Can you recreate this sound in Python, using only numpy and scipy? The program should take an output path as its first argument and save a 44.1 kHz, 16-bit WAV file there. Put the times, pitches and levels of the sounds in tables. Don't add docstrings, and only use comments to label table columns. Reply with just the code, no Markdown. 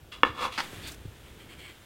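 import sys
import numpy as np
from scipy import signal
from scipy.fft import rfft, irfft, next_fast_len
from scipy.io import wavfile

SR = 44100
rng = np.random.default_rng(int(sys.argv[2]) if len(sys.argv) > 2 else 0)


def output_pcm(signal):
    pcm = np.clip(np.atleast_2d(signal).T, -1, 1) * 32767
    wavfile.write(sys.argv[1], SR, np.round(pcm).astype(np.int16))


N = 81585
T = np.arange(N) / SR

# f/Hz, relative level/dB, t60/s
WOOD_MODES = [(271, -19.5, 0.041), (494, -19, 0.037), (974, -5.5, 0.011), (1262, -4, 0.012),
              (1050, -22.5, 0.069), (1420, -21, 0.019), (1765, -14, 0.038), (2200, -13.5, .022),
              (2796, -9.5, 0.022), (3377, -16.5, 0.034), (3970, -33, 0.027), (4720, -38, 0.017),
              (5170, -27.5, 0.012)]
# t/s, force level/dB, contact/s
KNOCKS = [(.2331, 1.5, 0.000021), (.2498, -13, 0.000067), (.2628, -19, 0.00024), (.5778, -22, 0.000022)]
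# t/s, attack/s, hold/s, release/s, level/dB, tilt/(dB/octave), relative hiss/dB
SLIDES = [(.112, 0.0084, 0.013, .15, -41, 8, -7), (0.242, 0.0078, 0.016, 0.14, -31.5, 1.5, -15),
          (0.284, 0.14, 0.03, .11, -28.5, -0.5, -9), (0.477, 0.048, 0.043, 0.24, -44, 8, -0.5),
          (0.575, 0.0082, 0.038, 0.082, -46, 3.5, 2)]
# f/Hz, level/dB
FRICTION_EQ = [(150, 5), (330, 2), (490, 3.5), (700, 5), (1200, 6), (1700, -2), (2250, -7.5), (3000, 3),
               (4500, 15.5), (5600, -7), (8000, -8)]
# f/Hz, level/dB
GRAIN_EQ = [(200, -7), (700, 6), (1600, -26), (2000, 10.5), (4000, 7), (6000, -2.5), (9000, -6.5),
            (16000, -18.5)]
# f/Hz, level/dB
RADIATION_EQ = [(40, -6), (150, -5), (280, -1), (520, 2.5), (670, -4), (880, 1), (16000, -5.5)]
# t/s, attack/s, hold/s, release/s, level/dB
CATCH = [(.5755, 0.0022, 0.03, 0.025, -29)]
# f/Hz, level/dB
CATCH_EQ = [(100, -31), (260, -5), (420, -11.5), (680, -9.5), (930, 6), (1150, -6), (1320, -1),
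            (2100, -1.5), (2450, -9.5), (3250, -2), (3700, -18), (4100, -10), (4750, -3.5), (6000, -20),
            (8500, -23.5), (16000, -39)]

# t/s, level/dB
DRAW_ENVELOPE = [(.54, -77), (.64, -43), (.69, -48.5), (.745, -46), (.81, -48), (.85, -45.5), (.89, -44.5),
                 (.908, -50), (.945, -50.5), (.962, -57.5)]
# f/Hz, level/dB
DRAW_EQ = [(200, -3), (400, -5), (750, -7.5), (1600, -3), (2400, -5), (3500, -4.5), (4700, -13),
           (5300, -15), (8000, -14), (11000, -18), (16000, -21.5)]
# t/s, attack/s, hold/s, release/s, level/dB
ZIP = [(.80, 0.043, 0.052, .05, -45)]
# f/Hz, level/dB
ZIP_EQ = [(800, -19), (1600, -15), (2400, 5), (3000, -2), (3500, 7.5), (4100, 1), (4650, 6), (5300, -21),
          (16000, -30)]
# t/s, attack/s, hold/s, release/s, level/dB
SNAGS = [(.86, 0.013, 0.0079, 0.085, -44.5), (.905, .014, 0.0032, .025, -46.5),
         (.938, 0.007, 0.0041, 0.009, -54)]
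# f/Hz, level/dB
SNAG_EQ = [(1000, -38), (3500, 0), (7500, 4), (11000, -2), (16000, -5.5)]
# t/s, attack/s, hold/s, release/s, level/dB
RUBS = [(1.17, 0.092, 0.016, 0.17, -58.5), (1.36, 0.042, 0.016, 0.12, -53), (1.47, 0.03, 0.04, 0.033, -50),
        (1.565, 0.027, .11, 0.09, -48)]
# f/Hz, level/dB
RUB_EQ = [(100, -19.5), (340, 2.5), (700, -10.5), (1100, -7.5), (1550, -5), (1750, -7.5), (2200, 4.5),
          (2600, -5), (3200, 3.5), (3700, -14), (4300, -7.5), (5800, -27), (8000, -12), (10000, -22.5),
          (16000, -24)]

# t/s, force level/dB, contact/s
BUMPS = [(.025, -36.5, 0.00089), (.291, -23.5, 0.0013), (.729, -34, 0.00014), (.779, -26.5, 0.0015),
         (.787, -32, 0.0039), (1.051, -25, 0.0006), (1.081, -18.5, 0.0024)]
# f/Hz, relative level/dB, t60/s
CLOTH_MODES = [(67.6, -14.5, 0.073), (111, -3, 0.071), (159, -10, 0.061), (280, -7, 0.043),
               (403, -7.5, 0.035), (575, -7, 0.031), (1480, -11, .03)]
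# t/s, level/dB
RUMBLE_ENVELOPE = [(0, -57.5), (.25, -50.5), (.6, -53.5), (.8, -47), (.92, -48.5), (1.0, -52.5),
                   (1.17, -54), (1.45, -50.5), (1.7, -59.5), (1.85, -60)]
# f/Hz, level/dB
RUMBLE_EQ = [(20, -46), (60, -0.5), (110, -13), (190, -15), (380, -15.5), (700, -24.5), (2000, -53.5)]
# f/Hz, level/dB
AIR_EQ = [(12, -73), (20, -8.5), (116, -4.5), (172, -15), (216, -20.5), (422, -23), (849, -22.5),
          (1060, -25.5), (1370, -23), (1530, -20.5), (1960, -28), (3340, -24), (4180, -31.5), (9670, -35),
          (16000, -34.5)]
# f/Hz, level/dB
ROOM_EQ = [(60, 16), (220, 6), (600, 4), (1200, -5), (2000, 0.5), (3400, -10), (6000, -4), (16000, -5)]

STROKE_RANGE_DB = 37.5


def shuttle():
    tick = undb(-40) * decay(t60=0.0077) * noise(GRAIN_EQ)
    wood = ring(WOOD_MODES)
    body = through(blows(KNOCKS), wood + tick)
    scratch = strokes(CATCH) * crackle(CATCH_EQ, per_s=1500, scatter_db=3)
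    for start, attack, hold, release, db, tilt, hiss_db in SLIDES:
        friction = slips(per_s=2200, scatter_db=3)
        pressure = undb(db) * stroke(start, attack, hold, release)
        ringing = eq(through(friction, wood), FRICTION_EQ)
        tilted = eq(ringing, [(425, 0), (3400, 3 * tilt)])
        hiss = eq(friction + rng.standard_normal(N), GRAIN_EQ)
        body += pressure * unit(tilted)
        scratch += pressure * undb(hiss_db) * unit(hiss)
    return eq(body, RADIATION_EQ) + scratch


def yarn():
    draw = envelope(DRAW_ENVELOPE) * crackle(DRAW_EQ, per_s=9000, scatter_db=3.2)
    zipping = strokes(ZIP) * crackle(ZIP_EQ, per_s=5000, scatter_db=3.4)
    snags = strokes(SNAGS) * crackle(SNAG_EQ, per_s=6900, scatter_db=1.9)
    rubs = strokes(RUBS) * crackle(RUB_EQ, per_s=6000, scatter_db=3.3)
    return draw + zipping + snags + rubs


def cloth():
    return through(blows(BUMPS), ring(CLOTH_MODES))


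def frame_rumble():
    return envelope(RUMBLE_ENVELOPE) * noise(RUMBLE_EQ)


def air():
    return undb(-55.5) * noise(AIR_EQ)


def room(x):
    onset = np.clip(T / 0.0036 - .5, 0, 1)
    response = np.zeros(N)
    for t60, db in ((0.054, -28), (0.31, -14.5)):
        tail = noise(ROOM_EQ) * decay(t60) * onset
        response += undb(db) * tail / np.sqrt(np.sum(tail ** 2))
    return x + through(x, response)


def ring(modes):
    return sum((-1) ** k * undb(db) * decay(t60) * np.sin(2 * np.pi * hz * T)
               for k, (hz, db, t60) in enumerate(modes))


def blows(rows):
    force = np.zeros(N)
    for at, db, contact in rows:
        push = np.exp(-.5 * ((T - at) / max(contact, 1 / SR)) ** 2)
        force += undb(db) * push / push.sum()
    return force


def slips(per_s, scatter_db):
    hits = rng.random(N) < per_s / SR
    sizes = undb(scatter_db * np.clip(rng.standard_normal(N), -2, 2))
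    return unit(hits * sizes * rng.choice([-1, 1], N))


def crackle(points, per_s, scatter_db):
    return unit(eq(slips(per_s, scatter_db), points))


def noise(points):
    return unit(eq(rng.standard_normal(N), points))


def stroke(start, attack, hold, release):
    before_peak = np.maximum((start + attack - T) / attack, 0)
    after_hold = np.maximum((T - start - attack - hold) / release, 0)
    return undb(-STROKE_RANGE_DB * (before_peak + after_hold))


def strokes(rows):
    return sum(undb(db) * stroke(*timing) for *timing, db in rows)


def envelope(points):
    return undb(np.interp(T, *np.array(points).T))


def decay(t60):
    return np.exp(-np.log(1000) * T / t60)


def eq(x, points):
    hz, db = np.array(points, float).T
    size = 2 * next_fast_len(N)
    f = np.maximum(np.fft.rfftfreq(size, 1 / SR), 1)
    gain = undb(np.interp(np.log(f), np.log(hz), db))
    cepstrum = irfft(np.log(gain))
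    cepstrum[1:size // 2] *= 2
    cepstrum[size // 2 + 1:] = 0
    return irfft(rfft(x, size) * np.exp(rfft(cepstrum)))[:N]


def through(x, response):
    return signal.fftconvolve(x, response)[:N]


def undb(db):
    return 10 ** (np.asarray(db) / 20)


def unit(x):
    return x / np.sqrt(np.mean(x ** 2))


def scene():
    bed = air()
    return (room(shuttle() + yarn()) + cloth() + frame_rumble() + bed)[None]


def record(dry):
    cutoff_hz = 15900
    return signal.sosfilt(signal.ellip(10, .1, 70, cutoff_hz, fs=SR, output="sos"), dry)


dry = scene()
out = record(dry)
output_pcm(out)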